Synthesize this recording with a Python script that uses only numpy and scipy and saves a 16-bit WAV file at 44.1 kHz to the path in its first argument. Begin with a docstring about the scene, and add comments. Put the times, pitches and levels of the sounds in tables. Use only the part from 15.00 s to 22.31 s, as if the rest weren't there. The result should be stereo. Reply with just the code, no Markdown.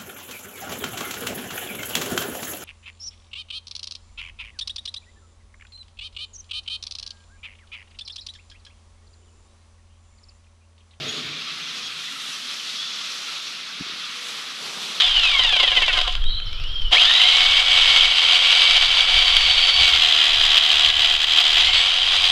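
"""A rotary hammer drill held against a stone block in a field runs down, its piston knocking loosely.
In the pause: birds, small handling ticks, wind buffeting the microphone.
The motor restarts with a squeal. The crank gear whines and rattles; the piston strikes once a turn.
Pressed harder into the stone, the drill slows and the bit rings; released, it speeds up again."""
import sys
import numpy as np
from scipy import signal
from scipy.fft import rfft, irfft
from scipy.io import wavfile
from scipy.ndimage import uniform_filter1d

SR = 44100
rng = np.random.default_rng(int(sys.argv[2]) if len(sys.argv) > 2 else 0)


def log_audio(samples):
    """Write samples as a 16-bit WAV file to the path given in sys.argv[1]."""
    # one column per channel
    frames = np.atleast_2d(samples).T
    # limit to full scale, then quantise
    limited = np.clip(frames, -1, 1)
    pcm = np.round(limited * 32767).astype(np.int16)
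    wavfile.write(sys.argv[1], SR, pcm)


N = 322371


def gain_of(db):
    return 10 ** (np.asarray(db) / 20)


def unit_rms(x):
    return x / np.sqrt(np.mean(x ** 2) + 1e-20)


def add(mix, start_s, sound):
    part = mix[round(start_s * SR):][:len(sound)]
    part += sound[:len(part)]


def columns_at(t, rows):
    time_s, *columns = np.transpose(rows)
    return [np.interp(t, time_s, column) for column in columns]


def unroll(rows):
    t = np.arange(rows[0][0], rows[-1][0], 1 / SR)
    return t, columns_at(t, rows)


def drift(size, smooth_s):
    """Smoothed noise, rms 1."""
    width = max(int(smooth_s * SR), 1)
    return unit_rms(uniform_filter1d(uniform_filter1d(rng.standard_normal(size), width), width))


def coloured(x, spectrum, modes=()):
    """Minimum-phase filter. spectrum: freq_hz, gain_db; modes: centre_hz, width_hz, boost_db."""
    hz = np.fft.rfftfreq(4096, 1 / SR)
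    freq_hz, gain_db = np.transpose(spectrum)
    db = np.interp(np.log(hz + 1), np.log(freq_hz + 1), gain_db)
    db += sum(boost / (1 + (2 * (hz - centre) / width) ** 2) for centre, width, boost in modes)
    log_gain = np.log(np.maximum(gain_of(db), 1e-5))
    mirrored = np.r_[log_gain, log_gain[-2:0:-1]]
    impulse = np.fft.ifft(np.exp(mirrored - 1j * signal.hilbert(mirrored).imag)).real
    return signal.oaconvolve(x, impulse)[:len(x)]


def resonate(x, hz, width_hz):
    """Unity-gain resonance; hz may glide."""
    carrier = np.exp(2j * np.pi * np.cumsum(hz * np.ones(len(x))) / SR)
    pole = np.exp(-np.pi * width_hz / SR)
    return 2 * (carrier * signal.lfilter([1 - pole], [1, -pole], x / carrier)).real


def narrow_band(x, hz, width_hz):
    return unit_rms(resonate(resonate(x, hz, width_hz), hz, width_hz))


def whistle(hz, width_hz):
    """Noise in a narrow moving resonance."""
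    return narrow_band(rng.standard_normal(len(hz)), hz, width_hz) * signal.windows.tukey(len(hz), .15)


def hits(rows, spectrum, modes=()):
    """Short noise bursts through a resonant body."""
    out = np.zeros(N)
    t = np.arange(-.02, .06, 1 / SR)
    for time_s, peak_db, decay_s in rows:
        envelope = np.exp(-abs(t) / np.where(t > 0, decay_s, .33 * decay_s))
        burst = coloured(rng.standard_normal(len(t)) * envelope, spectrum, modes)
        add(out, time_s + t[0], gain_of(peak_db) * burst / abs(burst).max())
    return out


# Outdoor noise spectrum: freq_hz, relative_db
FIELD_SPECTRUM = [(150, -22), (400, -19), (830, -23), (1150, -17.5), (1330, -11.5), (1550, -19),
                  (2190, -20), (2800, -15), (3110, -2.5), (3450, -7), (4300, -19), (5000, -29.5),
                  (7000, -37.5), (15000, -53)]


def field(level_db=-38):
    """Steady hiss of the open field."""
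    return gain_of(level_db) * unit_rms(coloured(rng.standard_normal(N), FIELD_SPECTRUM))


# Wind strength: time_s, rumble_db, flutter_db
WIND_LEVELS = [(0.0, -40, -56), (0.02, -33.5, -48.5), (0.83, -31, -46), (1.26, -14.5, -39),
               (1.38, -26.5, -36), (1.87, -15.5, -36), (1.97, -38.5, -53), (2.69, -32, -46),
               (3.64, -42.5, -65), (3.83, -31, -47), (4.09, -36, -53), (4.17, -20, -27), (4.21, -28, -41),
               (4.58, -30.5, -38), (4.66, -42, -65), (4.8, -32.5, -38), (5.23, -48, -57.5),
               (5.37, -30, -41.5), (5.7, -45, -55), (5.78, -40, -40), (6.49, -42, -54), (6.7, -35, -38),
               (6.92, -43, -53), (7.31, -38, -42)]


def wind():
    """Low buffeting on the microphone; the same gusts shake rumble and flutter."""
    rumble_db, flutter_db = columns_at(np.arange(N) / SR, WIND_LEVELS)
    rumble = coloured(rng.standard_normal(N), [(3, -16), (14, 5), (30, -3.5), (55, -22.5), (120, -76.5)])
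    flutter = coloured(rng.standard_normal(N),
                       [(35, -28.5), (55, 2.5), (100, -10), (170, -20.5), (400, -61.5)])
    gusts = drift(N, .05)
    rumble *= gain_of(1.4 * gusts)
    flutter *= gain_of(3.1 * drift(N, .024) + 2 * gusts)
    return gain_of(rumble_db) * unit_rms(rumble) + gain_of(flutter_db) * unit_rms(flutter)


# Bird whistles, one list a note: time_s, pitch_hz, level_db
BIRD_NOTES = [
    [(1.23, 3520, -43), (1.27, 3870, -33), (1.33, 3950, -32), (1.40, 4000, -32)],
    [(1.28, 4230, -42), (1.34, 4220, -34), (1.41, 4170, -44)],
    [(1.2, 3300, -38), (1.26, 3205, -38), (1.345, 3120, -34), (1.37, 3130, -30.5), (1.45, 3084, -44),
     (1.6, 3040, -40)],
    [(1.46, 2020, -52), (1.52, 2300, -52), (1.6, 2580, -43), (1.67, 3090, -35), (1.72, 3240, -34.5),
     (1.79, 3146, -30), (1.87, 2970, -32), (1.91, 3020, -49)],
]


def birds(trill_start_s=1.454, chirp_gap_s=.0702, scatter_rt60_s=.5):
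    """Whistles and a farther trill of falling chirps, scattered by trees."""
    near, far = np.zeros(N), np.zeros(N)
    for note in BIRD_NOTES:
        t, (pitch_hz, level_db) = unroll(note)
        add(near, t[0], gain_of(level_db) * whistle(pitch_hz, width_hz=90))
    chirp_hz = np.linspace(5900, 3600, 1800)
    chirp = np.sin(2 * np.pi * np.cumsum(chirp_hz) / SR) * signal.windows.tukey(len(chirp_hz), .3)
    for k in range(7):
        chirp_db = -45 - 3 * ((k - 2) / 4) ** 2
        add(far, trill_start_s + k * chirp_gap_s, gain_of(chirp_db) * chirp)
    lag_s = np.arange(SR // 2) / SR
    trees = rng.standard_normal(len(lag_s)) * gain_of(-60 * lag_s / scatter_rt60_s)
    scatter = signal.fftconvolve(gain_of(-.5) * near + gain_of(4) * far, trees / np.linalg.norm(trees))
    return near + far + scatter[:N]


# Handling ticks: time_s, peak_db, decay_s
HANDLING_TICKS = [(1.241, -21.5, 0.0029), (1.4007, -21, 0.002), (1.53, -20, 0.002), (1.6, -23, 0.002),
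                  (1.6394, -24, 0.0018), (1.82, -24, 0.0025)]


def handling_ticks():
    """Small ticks as the drill is handled in the pause."""
    return hits(HANDLING_TICKS, [(300, -16), (2000, -6), (3000, 6), (6000, -16), (9000, -27), (14000, -35)])


def squeal(start_s=1.93, end_s=2.4, from_hz=890, to_hz=3930, glide_s=.068):
    """A squeal climbs and settles during spin-up."""
    rise_s, fade_from_s, fade_db_per_s = .033, .16, 26
    t = np.arange(start_s, end_s, 1 / SR) - start_s
    pitch_hz = to_hz - (to_hz - from_hz) * np.exp(-t / glide_s)
    attack = np.minimum(t / rise_s, 1) ** 2
    level_db = -18 - fade_db_per_s * np.maximum(t - fade_from_s, 0)
    return start_s, attack * gain_of(level_db) * whistle(pitch_hz, width_hz=190)


# Housing and microphone response: freq_hz, gain_db
HOUSING_SPECTRUM = [(110, -59), (200, -40), (400, -32.5), (600, -21.5), (1000, -17), (1800, -14),
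                    (2500, -8.5), (3150, 3.5), (4200, -11), (5000, -16), (5600, -22.5), (7900, -29.5),
                    (8600, -38.5), (10500, -39), (12000, -46.5), (15700, -49)]
# Housing resonances: centre_hz, width_hz, boost_db
HOUSING_MODES = [(728.7, 34, 11.5), (1123, 72, 3.5), (1367, 82, 3), (2120, 42, 1.5), (3350, 100, 0),
                 (3887, 230, 4), (4843, 260, 6), (6130, 290, 3.5), (9620, 1600, 6)]


def housing(x):
    """The housing colours the noise of the works; rms 1."""
    return unit_rms(coloured(x, HOUSING_SPECTRUM, HOUSING_MODES))


# Loose blows: time_s, peak_db, decay_s
PISTON_KNOCKS = [(.395, -7, 0.0073), (.447, -9, 0.0066), (.527, -11, .012), (.566, -7, 0.0077),
                 (.601, -7.5, 0.01), (.632, -5.5, .01), (.678, -8.5, 0.009), (.718, -8, 0.0088),
                 (.77, -6, 0.021), (.822, -5.5, 0.0086), (.882, -6.5, 0.012), (.935, -9, 0.02),
                 (.975, -7, 0.01), (.989, -8, 0.0036), (1.003, -9, 0.0018), (1.014, -9, 0.004),
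                 (1.078, -10, 0.0064), (1.153, -10, 0.0012), (1.93, -3, 0.026)]


def piston_knocks():
    """Slow loose blows as the piston runs out, and one at the restart."""
    return hits(PISTON_KNOCKS, HOUSING_SPECTRUM, HOUSING_MODES + [(430, 610, 16.8), (1041, 43, 15)])


# Hard blows: time_s, peak_db, decay_s
HARD_BLOWS = [(1.95, -4, 0.0033), (2.056, -6, 0.0016), (2.217, 1, 0.0026), (4.3675, 1.5, 0.0016),
              (5.143, -9, 0.0042), (5.578, 0.5, 0.0026), (5.59, -12, 0.00067), (5.907, -16, 0.0019),
              (6.602, -11, .003)]


def hard_blows():
    """Single blows land much harder than the rest and crack brightly."""
    return hits(HARD_BLOWS, HOUSING_SPECTRUM, HOUSING_MODES + [(9100, 12000, 2.7)])


# Drill level dips: start_s, depth_db
LEVEL_DIPS = [(2.27, -1), (2.63, 3.5), (3.06, 3), (3.13, 2), (3.26, 0.5), (3.33, 0), (3.41, -0.5),
              (3.78, 5), (3.87, 3.5), (4.05, 4), (4.23, 2), (4.44, 1.5), (5.11, 2.5), (5.35, 1.5),
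              (5.59, 5.5), (5.91, 7.5), (6.11, 4.5), (6.25, 6.5), (6.42, 5)]


def dips_db(t, fall_s=.004, recover_s=.071):
    """The level dips quickly and recovers slowly, amid small random surges."""
    start_s, depth_db = np.transpose(LEVEL_DIPS)[:, :, None]
    since_s = np.maximum(t - start_s, 0)
    drop_db = depth_db * np.minimum(since_s / fall_s, 1) * np.exp(-since_s / recover_s)
    return drift(len(t), .026) - drop_db.sum(0)


# Bit resonances at full bite: centre_hz, width_hz, relative_db
BIT_MODES = [(7680, 500, -19), (13000, 900, -27.5), (15700, 250, -37)]


def bit_ring(blows, bite):
    """The struck bit rings when it bites hard."""
    struck = blows * rng.standard_normal(len(blows))
    return bite ** 4 * sum(gain_of(db) * narrow_band(struck, hz, width) for hz, width, db in BIT_MODES)


# Blow-rate harmonics: multiple, relative_db
THUMP_HARMONICS = [(3, -50), (4, -45.5), (5, -42), (6, -45.5), (8, -46), (9, -37), (11, -34.5), (12, -35.5),
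                   (22, -29.5)]


def thump(turns, bite, waver_db=1.8):
    """Low wavering harmonics of the blows, growing with bite."""
    return 2.84 * bite * sum(gain_of(db + waver_db * drift(len(turns), .033))
                             * np.sin(2 * np.pi * (k * turns + rng.random()))
                             for k, db in THUMP_HARMONICS)


def piston_blows(turns, since_blow_s, bite, jitter_s=.00048, rise_s=.0018, decay_s=.003):
    """Envelope of one blow a crank turn; bite steadies the strength."""
    index = turns.astype(int)
    strength, lateness = rng.standard_normal((index[-1] + 1, 2))[index].T
    t = since_blow_s - jitter_s * lateness
    strength_db = (3.3 - 1.3 * bite) * np.clip(strength, -2, 2)
    return unit_rms(gain_of(strength_db) * np.exp(-abs(t) / np.where(t > 0, decay_s, rise_s)))


def clatter(mesh_cycles, since_blow_s, blows, bite):
    """Loose teeth rattle between blows; a bit pressed home is struck the same way every turn."""
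    size = len(blows)
    rattle_db = .86 * drift(size, .0045) + .71 * drift(size, .012) + 1.9 * np.cos(2 * np.pi * mesh_cycles)
    envelope = unit_rms(gain_of(rattle_db)) + (.24 + .29 * bite) * blows
    repeated = rng.standard_normal(SR)[(since_blow_s * SR).astype(int)]
    repeated *= unit_rms(np.exp(-abs(since_blow_s) / .002))
    return unit_rms(envelope * rng.standard_normal(size)) + .85 * bite * repeated


def gear_whine(mesh_hz, mesh_cycles, turns, multiples, tones_db, waver_db=2.8):
    """Teeth press harder once a turn, more unevenly when slow; gear play blurs the first tone."""
    size = len(turns)
    load_db = 1.97 * (2300 / mesh_hz) ** .74 * np.cos(2 * np.pi * turns)
    tones = sum(gain_of(db + load_db + waver_db * drift(size, .015))
                * np.sin(2 * np.pi * k * mesh_cycles + .55 * drift(size, .0033))
                for k, db in zip(multiples, tones_db))
    blur = unit_rms(resonate(rng.standard_normal(size), mesh_hz, width_hz=140))
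    return tones + gain_of(tones_db[0] - 11) * blur


def drill(mesh_hz, level_db, bite, multiples, tones_db, teeth=26, hum_cycles_per_turn=6):
    """Blows, rattle, whine and shaft hum all follow one motor speed."""
    mesh_cycles = np.cumsum(mesh_hz) / SR
    turns = mesh_cycles / teeth
    since_blow_s = (turns % 1 - .5) * teeth / mesh_hz
    blows = piston_blows(turns, since_blow_s, bite)
    noise = clatter(mesh_cycles, since_blow_s, blows, bite)
    roar = housing(noise + gear_whine(mesh_hz, mesh_cycles, turns, multiples, tones_db))
    ring = bit_ring(blows, bite)
    bursts = blows ** 2.1 * rng.standard_normal(len(blows))
    grit = gain_of(-32) * unit_rms(coloured(bursts, [(3000, -18), (6000, 4), (11000, -28), (15700, -20)]))
    hum = gain_of(-31.5) * np.sin(2 * np.pi * hum_cycles_per_turn * turns) * (mesh_hz / 2300) ** 4
    return gain_of(level_db) * (roar + ring + thump(turns, bite) + hum + grit)


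# Run-down level: time_s, level_db
COAST_LEVELS = [(0, -13.5), (.14, -18), (.4, -16), (.55, -20), (.7, -19.5), (1.0, -20), (1.08, -23),
                (1.24, -37.5)]
# Mesh harmonics 1-7: loudest_hz, relative_db
COAST_HARMONICS = [(960, -12.5), (1930, -5), (2000, -6), (1930, -5.5), (1900, -6.5), (2200, -10),
                   (2380, -11)]


def drill_coasting(from_hz=1893, friction_hz=519, floor_hz=230, decay_s=.91, bite=.1):
    """Off: friction slows the motor; each harmonic peaks at a gear case resonance."""
    above_db_per_oct, below_db_per_oct = 8, 17
    t, (level_db,) = unroll(COAST_LEVELS)
    mesh_hz = np.maximum((from_hz + friction_hz) * np.exp(-t / decay_s) - friction_hz, floor_hz)
    loudest_hz, peak_db = np.transpose(COAST_HARMONICS)[:, :, None]
    multiples = np.arange(len(COAST_HARMONICS)) + 1
    octaves = np.log2(np.outer(multiples, mesh_hz) / loudest_hz)
    tones_db = peak_db - abs(octaves) * np.where(octaves > 0, above_db_per_oct, below_db_per_oct)
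    return t[0], drill(mesh_hz, level_db + dips_db(t), bite, multiples, tones_db)


# Speed the load allows (free, pressed in, released): time_s, mesh_hz
LOAD_SPEEDS = [(1.915, 2280), (2.4, 2272), (2.74, 2260), (2.82, 2170), (2.92, 2235), (3.5, 2290),
               (4.05, 2265), (4.17, 2310), (4.3, 2238), (4.6, 2250), (4.74, 2300), (4.84, 2250),
               (4.95, 1960), (5.5, 1962), (6.4, 1990), (6.57, 2030), (6.67, 2320), (7.31, 2348)]
# Level under power: time_s, level_db
DRIVEN_LEVELS = [(1.92, -35), (1.93, -18), (1.96, -13), (2.02, -14), (2.8, -13), (4.3, -13), (4.72, -15.5),
                 (4.84, -13.5), (5.0, -16), (6.55, -14.5), (6.85, -16), (7.31, -16)]
# Bite and relative tone levels before the housing: time_s, bite_0_to_1, mesh1_db, mesh2_db, fan_db
BITE_AND_TONES = [(1.92, .11, -29, -21, -25), (2.08, 0.26, -11, -26, -17), (2.8, 0.3, -11, -18.5, -12),
                  (4.78, 0.27, -13, -6.5, -18), (4.84, 0.77, -10, -7, -20), (5.1, .71, -17, -27.5, -22),
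                  (6.58, 0.8, -17, -27, -13), (6.63, 0.39, -17, -21, -18), (6.78, 0.52, -9.5, -10, -8),
                  (6.95, 0.27, -23, -28, -17), (7.31, 0.81, -14, -13, -4)]


def drill_driven(from_hz=638.2, motor_lag_s=.14, fan_multiple=3.5):
    """On: motor speed lags what the load allows; the fan blades add a tone."""
    t, (allowed_hz,) = unroll(LOAD_SPEEDS)
    pole = np.exp(-1 / (motor_lag_s * SR))
    mesh_hz = signal.lfilter([1 - pole], [1, -pole], allowed_hz, zi=[from_hz])[0]
    level_db, = columns_at(t, DRIVEN_LEVELS)
    bite, *tones_db = columns_at(t, BITE_AND_TONES)
    return t[0], drill(mesh_hz, level_db + dips_db(t), bite, [1, 2, fan_multiple], tones_db)


def stereo_spread(air, left_lag_s=2.1e-5, centred_below_hz=1300):
    """Treble slightly later on the left, bass centred; a faint treble haze differs left and right."""
    taps = rng.standard_normal(2000) * np.exp(-np.arange(2000) / 400)
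    haze = .25 * np.diff(signal.oaconvolve(air, taps / np.linalg.norm(taps))[:N + 2], 2)
    hz = np.fft.rfftfreq(N, 1 / SR)
    half_lag = np.exp(-1j * np.pi * hz * left_lag_s / (1 + (centred_below_hz / (hz + 1)) ** 2))
    left, right = (irfft(rfft(air) * shift, N) for shift in (half_lag, half_lag.conj()))
    return np.array([left + haze, right - haze])


def scene():
    """Field and drill in stereo, with the same wind in both channels."""
    air = birds() + field() + piston_knocks() + handling_ticks() + hard_blows()
    for source in (squeal, drill_coasting, drill_driven):
        add(air, *source())
    return stereo_spread(air) + wind()


def record(dry):
    """Soft overload near full scale, then the band limit."""
    knee, headroom, cutoff_hz = .7, .3, 15800
    over = np.maximum(abs(dry) - knee, 0)
    soft = dry - np.sign(dry) * (over - headroom * np.tanh(over / headroom))
    lowpass = signal.firwin(511, cutoff_hz, window=("kaiser", 9), fs=SR)
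    return signal.oaconvolve(soft, lowpass[None], "same")


dry = scene()
out = record(dry)
log_audio(out)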